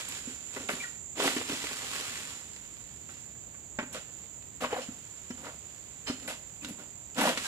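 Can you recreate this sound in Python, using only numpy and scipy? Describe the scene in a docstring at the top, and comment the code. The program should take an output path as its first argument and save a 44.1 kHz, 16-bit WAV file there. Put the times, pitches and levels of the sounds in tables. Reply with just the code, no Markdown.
"""Insects buzz high and steady in a grove while, a few metres off, a sickle on a pole cuts oil palm fronds.
The blade knocks against the stalks, then is pulled through them: fibres tear and snap, the steel
judders and squeaks, the stalk groans, cracks and thumps. Leaflets rustle as a frond slides down.
Heard on a close pair of microphones, with a faint scatter from the palms and a distant rumble."""
import sys
import numpy as np
from scipy import signal
from scipy.fft import rfft, irfft, next_fast_len
from scipy.io import wavfile
from scipy.ndimage import uniform_filter1d

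SR = 44100
rng = np.random.default_rng(int(sys.argv[2]) if len(sys.argv) > 2 else 0)


def unload_wav(signal):
    """Save mono or channel-first audio to the path in sys.argv[1] as 16-bit WAV at rate SR, clipped to [-1, 1]."""
    wavfile.write(
        sys.argv[1],
        SR,
        np.round(np.clip(np.atleast_2d(signal).T, -1, 1) * 32767).astype(np.int16),
    )


N = 329427
T = np.arange(N) / SR
FFT_SIZE = next_fast_len(N + SR)
HZ = np.fft.rfftfreq(FFT_SIZE, 1 / SR)

# pulls of the blade through a stalk:
# (start [s], build-up [s], hold [s], stalk groan [dB], juicy core tearing [dB], dry skin rasp [dB])
PULLS = [(0.24, .025, 0.037, -51, -64, -54), (0.555, 0.0081, 0.008, -39.5, -40.5, -51),
         (0.603, .02, 0.032, -50, -56, -58), (0.692, 0.0031, 0.0091, -40, -50, -42),
         (0.728, .015, 0.028, -52, -52, -61), (1.156, 0.046, 0.069, -32.5, -34, -34),
         (1.355, 0.015, 0.0097, -40, -40.5, -39.5), (1.468, 0.024, 0.041, -40, -45, -38.5),
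         (3.911, .035, 0.019, -49, -42, -45), (4.6, 0.01, .03, -39.5, -37.5, -43.5),
         (4.698, 0.012, 0.014, -47, -38, -52), (4.756, .006, 0.02, -43.5, -41.5, -53),
         (4.784, .025, .02, -72, -71, -50), (5.358, 0.022, 0.046, -52, -54.5, -62),
         (5.42, 0.039, 0.019, -49.5, -42, -52), (6.057, .018, 0.018, -46, -39.5, -42),
         (6.211, .015, 0.037, -49.5, -56, -60), (6.274, 0.0029, 0.034, -48.5, -42.5, -44),
         (6.611, 0.019, 0.018, -44, -51.5, -55), (6.667, 0.013, 0.022, -48, -52.5, -56),
         (6.771, 0.024, .015, -50, -48, -57), (7.155, 0.031, 0.11, -31.5, -29.5, -34)]
# spectrum of the stalk's dry skin breaking: (frequency [Hz], level [dB])
SKIN_SPECTRUM = [(400, -32), (900, -10), (1600, -4), (2800, 4.5), (4000, -1.5), (5500, -5), (8000, -4.5),
                 (11000, -14.5), (13000, -20), (15500, -37)]
# how alike the two microphones hear the palm: (frequency [Hz], correlation [-1..1])
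PALM_LIKENESS = [(100, 1), (600, 0.94), (1000, 0.72), (1600, 0.91), (2500, 0.57), (4000, 0.11),
                 (8000, 0.27), (15000, 0.079)]


def amp(db):
    """Decibels to amplitude."""
    return 10 ** (np.asarray(db) / 20)


def unit(x):
    """Scales to an RMS of one."""
    return x / np.sqrt(np.mean(x ** 2) + 1e-20)


def curve_at(points, hz):
    """Reads a curve along a logarithmic frequency axis."""
    f, value = np.transpose(points)
    return np.interp(np.log(hz + 1), np.log(f + 1), value)


def dying(t, t60):
    """A decay that loses 60 dB in t60 seconds."""
    return np.exp(-np.log(1000) * t / np.maximum(t60, 1e-3))


def add(mix, start_s, sound):
    """Mixes a sound in at its start time."""
    part = mix[..., max(round(start_s * SR), 0):][..., :sound.shape[-1]]
    part += sound[..., :part.shape[-1]]


def colour(x, spectrum, size=4096):
    """A causal filter of unit energy with the given spectral shape."""
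    gain_db = np.maximum(curve_at(spectrum, abs(np.fft.fftfreq(size, 1 / SR))), -100)
    minimum_phase = np.exp(np.conj(signal.hilbert(np.log(amp(gain_db)))))
    taps = np.fft.ifft(minimum_phase).real[:size // 2]
    return signal.oaconvolve(x, taps[None] / np.linalg.norm(taps), axes=1)[:, :N]


def mic_pair(x, likeness):
    """Makes two unrelated channels as alike as two close microphones hear them."""
    a, b = rfft(x, FFT_SIZE)
    same = np.clip(curve_at(likeness, HZ), -1, 1)
    common, apart = np.sqrt((1 + same) / 2) * a, np.sqrt((1 - same) / 2) * b
    return irfft([common + apart, common - apart], FFT_SIZE)[:, :x.shape[1]]


def crackle(per_s, spread_db, grain_s, bed):
    """Tiny bursts of unequal size at random moments, over a bed of countless weaker ones."""
    sizes = amp(spread_db * np.minimum(rng.exponential(1, N), np.e))
    bursts = sizes * (rng.random(N) < per_s / SR)
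    power = signal.lfilter([1], [1, -np.exp(-1 / (grain_s * SR))], bursts ** 2)
    return unit(np.sqrt(power / power.mean() + bed) * rng.standard_normal((2, N)))


def air():
    """Distant rumble and the soft hiss of the plantation."""
    # the ambience: (frequency [Hz], level [dB])
    spectrum = [(20, -32), (40, -43), (48, -8), (57, 6), (72, -0.5), (110, 2.5), (200, -3.5), (400, -8.5),
                (800, -12.5), (1400, -17.5), (2100, -18), (3200, -20.5), (5000, -25.5), (8000, -41),
                (12000, -38), (14400, -19), (15500, -31)]
    # its likeness at the two microphones: (frequency [Hz], correlation [-1..1])
    likeness = [(60, 0.81), (130, 0.73), (290, 0.5), (640, 0.3), (1410, -0.33), (3100, 0.25), (6820, -0.04),
                (15000, 0.087)]
    return amp(-54.5) * mic_pair(colour(rng.standard_normal((2, N)), spectrum), likeness)


def insects():
    """Many cicadas merge into one band of buzz that wavers slightly; the nearest adds a thin pitch."""
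    # the band of the chorus: (frequency [Hz], level [dB])
    chorus_band = [(5600, -55.5), (6200, -16.5), (6700, -4.5), (7050, 0.5), (7200, 6), (7450, -0.5),
                   (7750, -5), (8100, -23), (9000, -28), (10000, -53)]
    nearest_band = [(7000, -50), (7160, -12), (7195, 0), (7230, -12), (7400, -50)]
    # the chorus eases off once, then holds: (time [s], level [dB])
    loudness = [(0, -42.5), (2, -43.5), (2.7, -46.2), (7.47, -46)]
    drift = uniform_filter1d(rng.standard_normal(N), size=4000)
    waver_db = 0.22 * unit(uniform_filter1d(drift, size=4000))
    chorus = colour(rng.standard_normal((2, N)), chorus_band)
    nearest = colour(rng.standard_normal((2, N)), nearest_band)
    return amp(np.interp(T, *np.transpose(loudness)) + waver_db) * (chorus + amp(-20.0) * nearest)


def leaf_motion():
    """How hard the leaflets move: a faint stir, sweeps that swell and settle, and the sliding frond."""
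    # the cut frond slides down through its neighbours: (time [s], level [dB])
    slide = [(1.45, -49), (1.58, -43), (1.66, -42), (1.75, -45.5), (1.98, -42), (2.28, -47), (2.5, -59.5),
             (3.1, -66.5)]
    # the pole or a loose frond sweeps the leaflets: (peak time [s], level [dB], swell [s], t60 [s])
    sweeps = [(0.005, -43, 0.07, 0.21), (0.15, -45.5, 0.36, 0.72), (0.32, -53, 0.097, 0.84),
              (0.55, -50, 0.16, 0.98), (0.73, -47, 0.061, 0.73), (0.83, -49, 0.18, 0.42),
              (1.28, -36, 0.093, 0.71), (3.098, -56, 0.026, 1), (4.2, -62.5, 0.61, 0.83),
              (4.95, -61, 0.9, 12), (5.7, -68, 0.48, 11), (6.22, -59, 0.2, 0.55), (7.46, -38.5, 0.15, 1)]
    stir_db, swell_db = -70.5, 21.5
    sliding = amp(np.interp(T, *np.transpose(slide), left=-np.inf, right=-np.inf))
    power = amp(stir_db) ** 2 + sliding ** 2
    for peak_s, db, swell_s, t60 in sweeps:
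        swelling = amp(-swell_db * np.maximum(peak_s - T, 0) / swell_s)
        settling = dying(np.maximum(T - peak_s, 0), t60)
        power += (amp(db) * swelling * settling) ** 2
    return np.sqrt(power)


def leaves():
    """Stiff leaflets brush against one another; now and then one flicks past with a tick."""
    # brushing leaflets: (frequency [Hz], level [dB])
    spectrum = [(100, -18), (250, -0.5), (600, -4.5), (1500, 0), (2900, 3), (4500, -1), (6000, -2.5),
                (8000, 0), (10000, -9), (11500, -7), (13000, -18), (15500, -16)]
    brushing = crackle(per_s=900, spread_db=3, grain_s=.0008, bed=1)
    flicks = amp(-7) * crackle(per_s=50, spread_db=3.5, grain_s=.0012, bed=0)
    return amp(3.5) * colour(leaf_motion() * (brushing + flicks), spectrum)


def squeaks():
    """Stick and slip of the blade: a short hoarse whistle whose pitch and strength both stumble."""
    # slips on wet fibre: (time [s], length [s], start pitch [Hz], end pitch [Hz], level [dB])
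    slips = [(.795, 0.033, 2340, 2360, -38.5), (0.832, 0.019, 2046, 1794, -37),
             (0.837, 0.028, 1544, 1390, -44.5), (4.637, 0.016, 1176, 1026, -31),
             (4.722, 0.027, 840, 813, -36), (4.777, 0.023, 558, 486, -37.5), (6.61, 0.025, 2670, 2440, -52),
             (7.439, 0.039, 1614, 1570, -42)]
    out = np.zeros((2, N))
    for start, length, start_hz, end_hz, db in slips:
        n = int(length * SR)
        jitter, shimmer = unit(uniform_filter1d(rng.standard_normal((2, 2, n)), size=40))
        hz = np.linspace(start_hz, end_hz, n) * (1 + .033 * jitter)
        whistle = (1 + 0.13 * shimmer) * np.sin(2 * np.pi * np.cumsum(hz, 1) / SR)
        add(out, start, amp(db) * signal.windows.tukey(n, .7) * unit(whistle))
    return out


def blade_judder():
    """A gritty judder of the edge drives the modes of the steel, which the stalk damps quickly."""
    # modes of the blade, gripped by the stalk: (frequency [Hz], level [dB], t60 [s])
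    steel_modes = [(2440, -5, 0.041), (2900, -7, 0.053), (3060, -1.5, 0.081), (3822, -16, 0.054),
                   (4220, -4, 0.053), (5050, 0.5, 0.065), (5760, 1, 0.05), (7960, 0.5, 0.011),
                   (10230, -8, .007), (10860, -4, 0.0091), (11340, -9, 0.0073), (12700, -21, .015)]
    # the edge catches: (time [s], level [dB], centre of the shaken modes [Hz], judder t60 [s])
    catches = [(.086, -41.5, 11500, 0.06), (.70, -46.5, 11300, 0.21), (1.235, -41, 10500, 0.29),
               (3.928, -49, 9550, .12), (4.62, -48, 10800, 0.087), (4.65, -46, 2500, 0.14),
               (4.715, -43, 2200, 0.16), (4.816, -46.5, 3520, 0.097), (5.3, -57, 6000, .09),
               (5.311, -49, 2500, 0.055), (6.07, -38, 3350, 0.16), (6.096, -47, 4400, .09),
               (6.277, -45.5, 11000, 0.19), (6.685, -49.5, 10900, 0.13), (7.21, -39.5, 11000, 0.4)]
    t, out = np.arange(SR // 5) / SR, np.zeros((2, N))
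    hz, mode_db, t60 = np.transpose(steel_modes)[:, :, None]
    modes = dying(t, t60) * np.sin(2 * np.pi * hz * t)
    modes *= amp(mode_db) / np.linalg.norm(modes, axis=1, keepdims=True)
    for start, db, centre_hz, judder_t60 in catches:
        shaken = np.exp(-(np.log2(hz / centre_hz) / 0.64) ** 2)
        ring = (shaken * modes).sum(axis=0)
        judder = dying(t, judder_t60) * rng.standard_normal((2, len(t)))
        add(out, start, amp(db) * signal.fftconvolve(judder, ring[None], axes=1))
    return amp(3.5) * out


def snaps():
    """Single dry fibres break with a bright tick."""
    # breaking fibres: (time [s], level [dB], t60 [s])
    fibres = [(0.0837, -32, 0.027), (0.122, -24, 0.02), (0.15, -30, 0.025), (0.175, -37, 0.036),
              (0.357, -39, 0.035), (0.6874, -23.5, 0.038), (2.5626, -34.5, 0.04), (4.4252, -39, 0.03),
              (4.612, -41, 0.033), (6.0693, -33, 0.034), (6.2782, -30, 0.019), (6.301, -30, 0.026),
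              (6.647, -23.5, 0.047), (6.6857, -36, 0.023), (7.1463, -36, 0.038), (7.3734, -20.5, 0.1)]
    t, out = np.arange(SR // 8) / SR, np.zeros((2, N))
    for start, db, t60 in fibres:
        add(out, start, amp(db) * dying(t, t60) * rng.standard_normal((2, len(t))))
    return amp(-8.5) * colour(out, SKIN_SPECTRUM)


def knocks():
    """Steel on a hard stalk: a cluster of short woody modes, a little different at each spot, and a clack."""
    # blade or pole hits a stalk: (time [s], level [dB], clack t60 [s], ring offset [dB])
    strikes = [(0.12, -54, 0.09, 1), (0.564, -29.5, 0.057, 1), (0.69, -19, 0.077, -8),
               (0.705, -39, 0.077, -13), (1.711, -33.5, 0.049, 7), (2.562, -49, 0.06, -3),
               (3.35, -48, 0.06, -3), (3.09, -38.5, 0.063, -1), (3.544, -46, 0.075, -13),
               (3.787, -23.5, 0.11, 6.5), (4.087, -49, 0.1, -6), (4.642, -31, 0.058, 7),
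               (5.439, -41.5, 0.06, 2), (6.277, -35, 0.044, 0), (6.648, -41, 0.04, -8),
               (7.373, -21.5, 0.031, -7)]
    # modes of a struck stalk: (frequency [Hz], level [dB], t60 [s])
    stalk_modes = [(225, 1, .06), (390, 0, .05), (570, 0, .06), (880, 0, .06), (1090, -1, .06),
                   (1357, -3, .05), (1540, -3, .055), (1880, -5, .055), (2240, -5, .06), (2430, -5, .12),
                   (2920, -12, .1), (3540, -14, .07)]
    # the contact noise: (frequency [Hz], level [dB])
    clack_spectrum = [(100, -23.5), (220, -1.5), (450, -4), (1000, -5.5), (1700, -1), (2400, -5.5),
                      (3200, -11.5), (4200, -22), (6000, -21), (9000, -35), (15000, -47)]
    t, ring, clack = np.arange(SR // 3) / SR, np.zeros(N), np.zeros((2, N))
    bite = 1 - np.exp(-t / 0.00055)  # the edge sinks in over a millisecond
    for start, db, clack_t60, ring_db in strikes:
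        phases = rng.uniform(0, 2 * np.pi, len(stalk_modes))
        detune = rng.uniform(.985, 1.015)
        modes = sum(amp(level) * dying(t, t60) * np.sin(2 * np.pi * hz * detune * t + phase)
                    for (hz, level, t60), phase in zip(stalk_modes, phases))
        add(ring, start, amp(db + ring_db) * bite * modes / len(stalk_modes))
        add(clack, start, amp(db) * bite * dying(t, clack_t60) * rng.standard_normal((2, len(t))))
    return amp(4.5) * ring, amp(-5.5) * colour(clack, clack_spectrum)


def cracks():
    """Each break swings the heavy stalk for a few uneven cycles and throws a spray of splinters."""
    # breaks in the stalk: (time [s], level [dB], pitch [Hz], splinter offset [dB])
    breaks = [(0.274, -31.5, 251, -29), (0.603, -35, 293, -12), (0.734, -32.5, 246, -3),
              (1.197, -24, 628, -16), (1.242, -24, 620, -4), (1.256, -21.5, 364, -16),
              (1.275, -25, 328, 4.5), (1.364, -22.5, 316, -7.5), (1.411, -31.5, 333, 0.5),
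              (1.495, -24.5, 337, -11), (1.528, -28, 282, -20), (1.64, -34, 322, 3), (3.826, -31, 274, -7),
              (4.622, -27.5, 527, -8), (4.643, -22.5, 570, -3.5), (4.728, -19.5, 508, -11.5),
              (4.742, -30, 727, -0.5), (4.765, -22.5, 736, -16), (4.886, -29, 236, -17.5),
              (5.304, -27.5, 225, -12), (6.098, -22, 235, -14.5), (6.707, -32, 220, -27),
              (7.214, -17.5, 860, -5), (7.24, -24, 860, -2.5), (7.253, -17, 530, -10),
              (7.271, -18, 875, -15), (7.294, -18.5, 554, -8)]
    # the splintering: (frequency [Hz], level [dB])
    splinter_spectrum = [(200, -4), (600, 5.5), (1500, 8), (2800, 4.5), (4500, -7), (8000, -32),
                         (11000, -15), (15000, -29)]
    t, thump, spray = np.arange(SR // 10) / SR, np.zeros(N), np.zeros((2, N))
    for start, db, hz, splinter_db in breaks:
        rise_s = 0.0033 * (300 / hz) ** 0.23  # higher breaks peak sooner
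        swing = (t / rise_s * np.exp(1 - t / rise_s)) ** 0.9
        uneven = .12 * unit(uniform_filter1d(rng.standard_normal(len(t)), size=130))
        angle = 2 * np.pi * hz * np.cumsum(1 + uneven) / SR
        # the flat stalk is stiffer one way, which gives a second, higher mode
        stiff_mode = amp(-9.5) * np.sin(1.444 * angle + rng.uniform(0, 2 * np.pi))
        add(thump, start, amp(db) * swing * (np.sin(angle) + stiff_mode))
        add(spray, start, amp(db + splinter_db) * swing * rng.standard_normal((2, len(t))))
    return amp(-4.0) * thump, amp(-5) * colour(spray, splinter_spectrum)


def pull_force(levels_db, fade_db_per_s, build_share=1):
    """The force of every pull builds up, holds while the blade travels, and dies away."""
    slack_db = 21  # a pull starts this far below its full force
    t, out = np.arange(SR // 2) / SR, np.zeros(N)
    for (start, build, hold, *_), db in zip(PULLS, levels_db):
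        building = slack_db * np.maximum(1 - t / (build * build_share), 0)
        fading = fade_db_per_s * np.maximum(t - build - hold, 0)
        add(out, start, amp(db - building - fading))
    return out


def pulls():
    """The blade bends the stalk, tears thick wet fibres in its core and fine dry ones in its skin."""
    # the bending stalk: (frequency before the frond's factor [Hz], level [dB])
    groan_spectrum = [(90, -31.5), (140, -13.5), (190, -2.5), (240, 1), (290, 1), (380, -13.5), (600, -24),
                      (1500, -31.5)]
    # the two fronds, the thinner one first: (start [s], end [s], groan pitch factor [ratio])
    fronds = [(0, 3, 1.33), (3, 7.5, 1.0)]
    # the juicy core tearing: (frequency [Hz], level [dB])
    core_spectrum = [(200, -33), (400, -5), (550, 4), (800, -1), (1100, -2.5), (1500, -1.5), (2400, -10),
                     (4000, -34.5)]
    groan_db, core_db, skin_db = np.transpose(PULLS)[3:]
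    groan = pull_force(groan_db, fade_db_per_s=352, build_share=0.76)  # it bends before it tears
    groan = groan * crackle(per_s=1500, spread_db=2, grain_s=.002, bed=.5)
    core = pull_force(core_db, fade_db_per_s=374) * crackle(per_s=700, spread_db=3.3, grain_s=.0007, bed=.3)
    skin = pull_force(skin_db, fade_db_per_s=217) * crackle(per_s=1100, spread_db=3, grain_s=.0005, bed=.6)
    bending = np.zeros((2, N))
    for start, end, pitch in fronds:
        spectrum = [(hz * pitch, db) for hz, db in groan_spectrum]
        bending += colour(groan * (T >= start) * (T < end), spectrum)
    tearing = amp(-1.5) * colour(core, core_spectrum) + amp(2.0) * colour(skin, SKIN_SPECTRUM)
    return amp(-3.0) * bending + tearing


def grove(x, near_db, near_t60, far_db, far_t60):
    """Nearby fronds scatter the sound at once; trunks further off return a faint tail."""
    t = np.arange(SR // 2) / SR
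    near, far = dying(t, near_t60) * (t > .003), dying(t, far_t60) * (t > .02)
    shape = amp(near_db) * near / np.linalg.norm(near) + amp(far_db) * far / np.linalg.norm(far)
    echoes = mic_pair(shape * rng.standard_normal((2, len(t))), PALM_LIKENESS)
    return x + signal.fftconvolve(x, echoes, axes=1)[:, :N]


def scene():
    """The palm stands a few metres from the microphones, with insects and air all around."""
    thump, splinters = cracks()
    ring, clack = knocks()
    scattered = pulls() + leaves() + splinters + clack + snaps() + blade_judder() + squeaks()
    palm = mic_pair(scattered, PALM_LIKENESS) + thump + ring
    left, right = grove(palm, near_db=-9.0, near_t60=0.096, far_db=-14.0, far_t60=0.51)
    left = np.concatenate([np.zeros(6), left[:-6]])  # the sound reaches the right microphone first
    return np.array([left, right]) + insects() + air()


def record(dry):
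    """The two microphone ports colour the treble differently; a low-pass cuts the very top."""
    # imbalance of the ports: (frequency [Hz], left minus right [dB])
    imbalance = [(100, 0.3), (700, 0), (2400, -0.8), (4400, -3), (5700, -4.5), (6600, -9.5), (7300, -16.5),
                 (8100, -6.5), (9000, -20), (10000, 23), (11800, 7), (12500, 14), (15000, 18)]
    lean = amp(curve_at(imbalance, HZ))
    ports = np.array([lean, np.ones_like(lean)]) * np.sqrt(2 / (1 + lean ** 2))
    heard = irfft(rfft(dry, FFT_SIZE) * ports, FFT_SIZE)[:, :N]
    low_pass = signal.firwin(511, cutoff=15400, window=("kaiser", 9), fs=SR)
    return signal.oaconvolve(heard, low_pass[None], "same")


dry = scene()
out = record(dry)
unload_wav(out)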